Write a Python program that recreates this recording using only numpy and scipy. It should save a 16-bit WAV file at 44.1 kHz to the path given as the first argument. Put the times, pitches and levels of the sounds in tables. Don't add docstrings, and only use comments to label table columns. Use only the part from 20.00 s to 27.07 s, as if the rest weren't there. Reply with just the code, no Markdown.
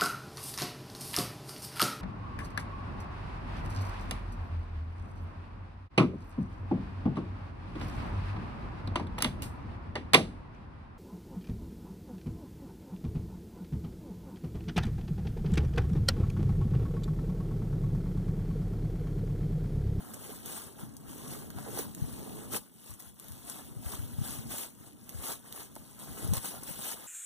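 import sys
import numpy as np
from scipy import signal
from scipy.fft import rfft, irfft, next_fast_len
from scipy.io import wavfile
from scipy.ndimage import uniform_filter1d, map_coordinates

SR = 44100
rng = np.random.default_rng(int(sys.argv[2]) if len(sys.argv) > 2 else 0)


def materialize(psi):
    bounded = np.clip(np.atleast_2d(psi).T, -1, 1)
    quanta = np.round(bounded * 32767).astype(np.int16)
    wavfile.write(sys.argv[1], SR, quanta)


N = 311787

# full weight at in seconds, rise by 20 dB in seconds,
# hold in seconds, release by 20 dB in seconds, crackle of the top leaves in dB, scuff of the packed litter in dB.
STEPS = [(-0.02, 0.19, 0.19, 0.15, -55, -49.5), (0.212, 0.1, 0.15, 0.14, -50, -50.5),
         (0.488, 0.11, 0.087, 0.21, -43.5, -45), (0.809, 0.084, 0.0058, 0.13, -51.5, -45),
         (0.918, .1, 0.13, 0.11, -63.5, -59), (1.098, 0.11, 0.33, 0.19, -51.5, -49.5),
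         (1.328, 0.13, 0.01, 0.07, -45.5, -53.0), (1.596, 0.15, 0.094, 0.027, -52, -45),
         (1.777, 0.14, 0.024, 0.1, -39.5, -40), (2.012, 0.25, 0.4, 0.35, -51, -51.5),
         (2.531, 0.032, 0.038, 0.03, -35.5, -37.5), (2.598, .03, 0.018, 0.13, -57.5, -61),
         (2.865, 0.19, 0.051, 0.13, -53, -56), (2.998, 0.046, 0.088, 0.063, -55.5, -56.5),
         (3.222, 0.13, 0.17, 0.39, -55, -56), (3.486, 0.057, 0.012, 0.34, -45.5, -47.5),
         (3.878, 0.12, 0.059, 0.17, -45, -46), (3.988, 0.05, 0.15, 0.03, -55, -56),
         (4.265, 0.16, 0.069, 0.22, -43, -44.5), (4.517, 0.056, 0.11, 0.086, -40.5, -44.5),
         (4.817, 0.25, 0.067, 0.096, -57.5, -57.5), (5.133, 0.27, 0.1, 0.1, -53, -53),
         (5.254, 0.078, 0.065, 0.072, -39, -40), (5.463, 0.12, 0.06, 0.1, -54.5, -53),
         (5.56, 0.07, 0.064, 0.067, -46, -48), (5.792, 0.38, 0.18, 0.059, -57, -57.5),
         (5.995, 0.019, 0.14, 0.11, -50.5, -50.5), (6.185, 0.091, 0.053, 0.28, -46.5, -44.5),
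         (6.343, 0.035, 0.035, 0.033, -40.5, -42), (6.446, 0.07, 0.029, 0.084, -40, -42.5),
         (6.507, .05, 0.062, 0.2, -49.5, -47.5), (6.672, 0.075, 0.054, 0.2, -45.5, -48.5),
         (6.844, 0.17, 0.078, 0.061, -40, -44.5), (7.004, 0.28, 0.082, 0.13, -50.5, -50)]
CRACKLE_REST_DB, SCUFF_REST_DB = -89, -86
# start in seconds, length in seconds, rub level in dB.
SLIDES = [(0.0, 0.65, -52.5), (0.81, 0.24, -50.5), (1.08, 0.42, -48.5), (1.53, 0.35, -47),
          (1.98, 0.56, -46.5), (3.28, 0.19, -57.5), (3.6, 0.55, -51.5), (4.2, 0.32, -47),
          (4.8, 0.56, -57.5), (5.48, 0.71, -60), (6.08, 0.18, -51), (6.45, 0.35, -55)]
# start in seconds, length in seconds, scrape level in dB.
CATCHES = [(0.26, 0.069, -47.5), (0.5, 0.022, -44), (0.68, 0.049, -50), (1.29, 0.14, -48.5),
           (1.675, 0.0079, -46), (1.77, 0.039, -39.5), (2.22, 0.22, -44.5), (2.53, 0.01, -41.5),
           (3.89, 0.049, -54), (4.52, 0.15, -54.5), (5.28, 0.036, -48.5), (5.57, 0.067, -53),
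           (6.19, 0.14, -45.5)]
GRIP_RISE_S, GRIP_RELEASE_S = 0.19, 0.076
GRIP_REST_DB, SCRAPE_UNDER_RUB_DB = -62, -6.5
# start in seconds, level in dB, ring in Hz,
# time to tear in seconds, left minus right in dB.
SNAPS = [(0.1374, -35.5, 8200, 0.0005, -5), (0.1418, -36, 8200, 0.00086, -3),
         (0.4592, -30, 10600, 0.00017, 7), (0.9672, -36, 10100, 0.0002, 5),
         (1.1806, -42, 10000, 0.00023, 9), (1.5033, -32.5, 9300, 0.00017, -2),
         (1.585, -40, 3200, 0.00024, 6), (1.7883, -29.5, 8300, 0.00077, -7),
         (1.9483, -33.5, 8350, 0.0005, -1), (2.127, -43, 9500, .0003, 1), (2.535, -34, 9000, 0.00051, -13),
         (2.6604, -57, 9500, .0003, 0), (2.906, -40, 9100, 0.00037, 5), (2.9388, -39.5, 10500, 0.00025, 2),
         (2.995, -44, 9000, .00025, 0), (2.9995, -38, 10800, .00022, 2), (3.0036, -38, 10000, 0.00034, 2),
         (3.023, -39, 9000, .0003, -1), (3.0896, -47, 10000, .0003, 6), (3.1911, -47, 10000, .0003, -2),
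         (3.1978, -39, 10900, 0.0006, 1), (3.243, -43, 10000, .0003, -2), (3.283, -38, 9000, 0.00033, -1),
         (3.32, -38, 10500, 0.00033, -1), (3.45, -42, 9000, .0003, 1), (3.4593, -46, 12000, .0003, 1),
         (3.498, -32, 8240, 0.00054, 6), (4.5061, -38, 10500, 0.00056, 6), (4.5828, -27, 8600, 0.00031, -6),
         (5.0398, -49, 10000, .0003, 3), (5.0927, -35.5, 10000, 0.00037, -14),
         (5.525, -32.5, 10600, 0.00046, -7), (5.7537, -38, 9000, 0.00033, -5),
         (5.7616, -41, 8100, .0005, -1), (5.9978, -45, 10200, .0007, -3),
         (6.2758, -34.5, 10200, 0.00022, 6), (6.3354, -26.5, 8600, 0.00054, -10),
         (6.3366, -33, 9500, 0.0015, 1), (6.368, -34.5, 9700, 0.0013, -17),
         (6.3807, -31.5, 9900, 0.00027, -8), (6.456, -33, 10000, 0.00052, 8),
         (6.6313, -40, 10000, .0003, 2), (6.6342, -34.5, 10600, 0.00032, 9),
         (6.916, -34, 10000, 0.00018, 13)]
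# start in seconds, level in dB, pitch in Hz before it wavers, rise in seconds.
BUMPS = [(0.828, -39.5, 136, 0.0053), (1.321, -51, 78, .009), (1.554, -41, 88.4, 0.01),
         (2.017, -29, 120, 0.0059), (2.038, -33, 97, 0.0059), (2.125, -46, 72, .008),
         (2.195, -45, 78, 0.0089), (2.892, -47, 85.5, 0.014), (3.06, -54, 80, 0.014),
         (3.298, -44, 89, 0.011), (3.641, -54, 82, .008), (3.712, -47, 157, 0.0048),
         (3.763, -39, 110, 0.0086), (3.854, -36, 74.4, 0.0085), (3.936, -45, 95, .006),
         (3.987, -35.5, 105, 0.0086), (4.027, -37.5, 99, 0.0099), (4.078, -49, 89, 0.011),
         (4.13, -41, 94, 0.0088), (4.182, -31, 130, 0.0063), (4.212, -30.5, 93, .005),
         (4.291, -52, 72, 0.0081), (4.35, -48, 83, 0.0092), (4.384, -42, 115, 0.0053),
         (5.145, -39.5, 101, 0.0088), (5.179, -43.5, 85, 0.011), (5.789, -50.5, 84, 0.0079),
         (6.091, -46.5, 87, 0.014), (6.222, -44, 100, 0.0076), (6.242, -33.5, 114, 0.0059),
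         (6.261, -38.5, 134, 0.0074), (6.285, -29.5, 85, 0.0078), (6.305, -26, 115, 0.0098),
         (6.366, -35.5, 126, 0.0077), (6.685, -50, 150, .005), (6.706, -42, 175, 0.0035)]
# start in seconds, level in dB, pitch in Hz.
KNOCKS = [(1.262, -38.5, 450), (1.324, -32.5, 310), (1.479, -40, 356), (1.504, -44, 1610),
          (1.5854, -34, 930), (1.663, -41, 650), (1.684, -31.5, 500), (1.734, -42, 474), (1.774, -30, 500),
          (1.7929, -27, 404), (2.523, -39, 300), (2.536, -26.5, 300), (2.545, -32, 1720),
          (3.001, -47, 1190), (3.199, -53, 1120), (4.262, -38, 297), (4.875, -54, 450), (5.7631, -36, 630),
          (5.764, -38, 237), (6.074, -38, 480), (6.247, -33, 269), (6.335, -34, 600), (6.374, -37.5, 1020),
          (6.442, -38.5, 280), (6.626, -32.5, 318), (6.69, -37, 403), (6.791, -32.5, 340),
          (6.941, -36, 270)]

# frequency in Hz, level in dB per Hz.
LEAF_SPECTRUM = [(300, -24.5), (900, -6.5), (1600, -8.5), (2300, -4), (3400, -7), (5600, -7.5),
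                 (8200, -1.5), (10200, 1.5), (12200, -3.5), (15000, 1.5)]
LITTER_SPECTRUM = [(90, -12), (250, 2.5), (450, 0), (750, -1.5), (1100, -3), (1600, -4.5), (2300, -17),
                   (5000, -21.5)]
CLOTH_SPECTRUM = [(25, -54), (45, 0.5), (65, -6), (125, 1.5), (170, -2), (230, 1), (290, -3), (420, -22),
                  (800, -24), (2000, -62)]
SCRAPE_SPECTRUM = [(120, -28.5), (280, 4), (420, 7.5), (560, -3), (800, -5), (1400, -17.5), (4000, -50)]
CRACK_SPECTRUM = [(400, -36), (1500, -1.5), (3500, -6), (6500, 0.5), (10500, 3.5), (15000, 6.5)]
FOREST_SPECTRUM = [(25, -51), (45, 21), (70, -2.5), (200, 21.5), (400, 5), (1000, -24), (3000, -27),
                   (15000, -31)]

# frequency in Hz, likeness from 0 to 1.
LIKENESS = [(200, 0.77), (400, 0.75), (750, 0.18), (1200, 0.27), (1700, 0.44), (2400, 0.84), (7000, 0.0053),
            (15000, 0.013)]
# frequency in Hz, left minus right in dB.
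PORTS = [(100, 7), (200, 3.5), (400, 1.5), (750, -4), (1200, -1.5), (1700, -1), (3600, -9.5), (6100, 4.5),
         (7300, 5.5), (10200, 9.5), (12500, 4), (14800, -2.5)]
# frequency in Hz, share taken from the other channel from 0 to 1.
CROSSFEED = [(200, 0.58), (400, 0.5), (750, 0.42), (1200, 0.62), (1700, 0.6), (2350, .9), (3600, 0.7),
             (4800, .97), (6100, 0.7), (7300, 0.45), (10200, 0.27), (15000, 0.24)]
LEFT_LAG_S, CROSS_DELAY_S = .00034, .000414
LOW_CUT_HZ, TOP_HZ = 51, 15520


def amp(db):
    return 10 ** (np.asarray(db) / 20)


def unit(x):
    return x / np.sqrt(np.mean(x ** 2) + 1e-20)


def along(points, hz):
    f, v = np.transpose(points)
    return np.interp(np.log(hz + 1), np.log(f + 1), v)


def noise():
    return rng.standard_normal((2, N))


def wobble(rate):
    knots = rng.standard_normal(int(N * rate / SR) + 4)
    return unit(map_coordinates(knots, [np.arange(N) * rate / SR]))


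def filtered(x, response):
    m = next_fast_len(N + SR // 2)
    return irfft(rfft(x, m) * response(np.fft.rfftfreq(m, 1 / SR)), m)[..., :N]


def coloured(x, spectrum, size=4096):
    gain = amp(along(spectrum, np.fft.rfftfreq(size, 1 / SR)))
    cepstrum = irfft(np.log(gain))
    cepstrum[1:size // 2] *= 2
    cepstrum[size // 2 + 1:] = 0
    response = irfft(np.exp(rfft(cepstrum)))
    response = response / np.linalg.norm(response)
    return signal.fftconvolve(x, response[None], axes=1)[:, :N]


def add(track, s, sound):
    part = track[..., round(s * SR):][..., :sound.shape[-1]]
    part += sound[..., :part.shape[-1]]


def strokes(rows, rest_db):
    t = np.arange(N) / SR
    power = np.full(N, amp(rest_db) ** 2)
    for s, rise, hold, release, db in rows:
        outside = np.maximum(s - t, 0) / rise + np.maximum(t - s - hold, 0) / release
        near = outside < 2
        power[near] += amp(db - 20 * outside[near]) ** 2
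    return 10 * np.log10(power)


def crackle_level():
    return strokes([(*timing, crackle) for *timing, crackle, scuff in STEPS], CRACKLE_REST_DB)


def scuff_level():
    return strokes([(*timing, scuff) for *timing, crackle, scuff in STEPS], SCUFF_REST_DB)


def fractures(rate, spread_db, top_hz, life, size=64):
    when, tone, force, side, *phases = rng.random((int(rate * N / SR), 6)).T[:, :, None]
    t = np.arange(size) / SR
    at = ((when * (N - size)).astype(int) + np.arange(size)).ravel()
    fade = amp(-spread_db * np.log(force + 1 / 100)) * t / life * np.exp(-t / life)
    channels = []
    for share, phase in zip([.5 + side, 1.5 - side], phases):
        rings = fade * share * np.sin(2 * np.pi * (tone * top_hz * t + phase))
        channels.append(np.bincount(at, rings.ravel(), N))
    return unit(np.array(channels))


def collapses(rate, t60):
    kicks = (rng.random(N) < rate / SR) * rng.uniform(0.29, 1, N)
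    caving = signal.lfilter([1], [1, -amp(-60 / (t60 * SR))], kicks)
    return unit(caving - caving.mean())


def patchy(x, depth_db, size=256):
    z = signal.stft(x, nperseg=size)[2]
    field = rng.standard_normal(z.shape[1:])
    field = uniform_filter1d(field, size=5, axis=0)
    field = uniform_filter1d(field, size=5, axis=1)
    gain = unit(amp(depth_db * unit(field)))
    return signal.istft(z * gain, nperseg=size)[1][:, :N]


def steps():
    clumps = collapses(rate=90, t60=0.061)
    top = amp(-1.5) * noise()
    top += amp(-7.0) * fractures(rate=1100, spread_db=3.0, top_hz=15970, life=.00008)
    top *= amp(crackle_level() + 2 + 0.89 * clumps + 0.14 * wobble(310))
    below = amp(-6.0) * noise()
    below += amp(-15.5) * fractures(rate=450, spread_db=0.5, top_hz=2022, life=0.00076, size=300)
    below *= amp(scuff_level() - 2.5 + 0.6 * clumps + 0.26 * collapses(rate=110, t60=0.026))
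    crunch = coloured(top, LEAF_SPECTRUM) + coloured(below, LITTER_SPECTRUM)
    return patchy(crunch, depth_db=2.0)


def flakes(under_db=-13):
    breaks = fractures(rate=110, spread_db=1.5, top_hz=13000, life=.00013)
    return amp(crackle_level() + under_db) * coloured(breaks, CRACK_SPECTRUM)


def settling(tick_db=-69):
    ticks = fractures(rate=45, spread_db=1.5, top_hz=16000, life=.0001)
    return amp(tick_db) * coloured(ticks, LEAF_SPECTRUM)


def trunks(x, t60=0.061, build_s=0.0018, size=4096):
    echo = np.zeros((2, N))
    t = np.arange(size) / SR
    for start in range(0, N, size):
        tail = rng.standard_normal((2, size)) * amp(-60 * t / t60) * (1 - np.exp(-t / build_s))
        tail /= np.linalg.norm(tail[0])
        add(echo, start / SR, signal.fftconvolve(x[:, start:start + size], tail, axes=1))
    return echo


def grip(rows, rest_db):
    return strokes([(s, GRIP_RISE_S, length, GRIP_RELEASE_S, db) for s, length, db in rows], rest_db)


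def glove():
    rub_db = grip(SLIDES, GRIP_REST_DB)
    catch_db = grip(CATCHES, rest_db=-84)
    rub = amp(rub_db + 2.0 + 1.36 * wobble(35)) * noise()
    grab = np.hypot(amp(catch_db), amp(rub_db + SCRAPE_UNDER_RUB_DB))
    grain = noise() + amp(-14.5) * fractures(rate=350, spread_db=4.5, top_hz=1700, life=0.00053, size=200)
    scrape = grab * amp(-8.5 + 0.79 * wobble(50)) * grain
    return coloured(rub, CLOTH_SPECTRUM) + coloured(scrape, SCRAPE_SPECTRUM)


def forest_air():
    return amp(-63.0) * coloured(noise(), FOREST_SPECTRUM)


def snaps(splinter_t60=0.053, splinter_db=-21, ring_db=-1, sharpness=3):
    cracks = np.zeros((2, N))
    t = np.arange(SR // 10) / SR
    for s, db, hz, tear, pan_db in SNAPS:
        fade = t / tear * np.exp(1 - t / tear) + amp(splinter_db - 60 * t / splinter_t60)
        fibres = rng.choice([-1, 1], (2, len(t)))
        ring = signal.lfilter(*signal.iirpeak(hz, sharpness, fs=SR), fibres)
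        burst = fade * (fibres + amp(ring_db) * ring)
        burst *= np.linalg.norm(fade) / np.linalg.norm(burst, axis=1, keepdims=True)
        pan = pan_db * np.array([[.5], [-.5]])
        add(cracks, s, amp(db + pan) * burst)
    return coloured(cracks, CRACK_SPECTRUM)


def bumps(waver=0.29, overtone_db=-8):
    thuds = np.zeros(N)
    t = np.arange(SR // 5) / SR
    drift = wobble(170)
    for s, db, hz, rise in BUMPS:
        local_drift = np.roll(drift, -round(s * SR))[:len(t)]
        phase = 2 * np.pi * np.cumsum(hz * np.exp(waver * local_drift)) / SR
        push = np.sin(phase) + amp(overtone_db) * np.sin(1.255 * phase)
        add(thuds, s, amp(db + 5.0) * t / rise * np.exp(1 - t / rise) * push)
    return np.array([thuds, amp(-60) * thuds])


def knocks(t60=0.015, puff_db=-1, wood_db=-3, sharpness=1.0):
    wood, puffs = np.zeros(N), np.zeros((2, N))
    t = np.arange(SR // 10) / SR
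    for s, db, hz in KNOCKS:
        fade = amp(db - 60 * t / t60)
        add(wood, s, amp(wood_db) * fade * np.sin(2 * np.pi * hz * t))
        band = signal.iirpeak(hz, sharpness, fs=SR)
        puff = rng.standard_normal((2, len(t)))
        for _ in range(2):
            puff = signal.lfilter(*band, puff)
        add(puffs, s, amp(puff_db) * fade * unit(puff))
    return np.array([amp(-5) * wood, wood]) + puffs


def at_microphones(x):
    def left_mix(hz):
        alike = np.clip(along(LIKENESS, hz), 0, 1)
        return np.array([np.sqrt(1 - alike ** 2), alike]) * np.exp(-2j * np.pi * hz * LEFT_LAG_S)

    left = filtered(x, left_mix).sum(0)
    return np.array([left, x[1]])


def scene():
    feet = steps() + flakes() + settling() + snaps() + knocks()
    echo = amp(-6.5) * trunks(feet)
    return at_microphones(feet + echo + glove() + forest_air()) + bumps()


def record(dry):
    def port_gain(hz):
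        return amp(along(PORTS, hz) * np.array([[.5], [-.5]]))

    def feed(hz):
        return np.clip(along(CROSSFEED, hz), 0, 1) * np.exp(-2j * np.pi * hz * CROSS_DELAY_S)

    ports = filtered(dry, port_gain)
    wide = ports - filtered(ports[::-1], feed)
    low_cut = signal.butter(4, LOW_CUT_HZ, "highpass", fs=SR, output="sos")
    wide = signal.sosfilt(low_cut, wide)
    return filtered(wide, lambda hz: hz < TOP_HZ)


dry = scene()
out = record(dry)
materialize(out)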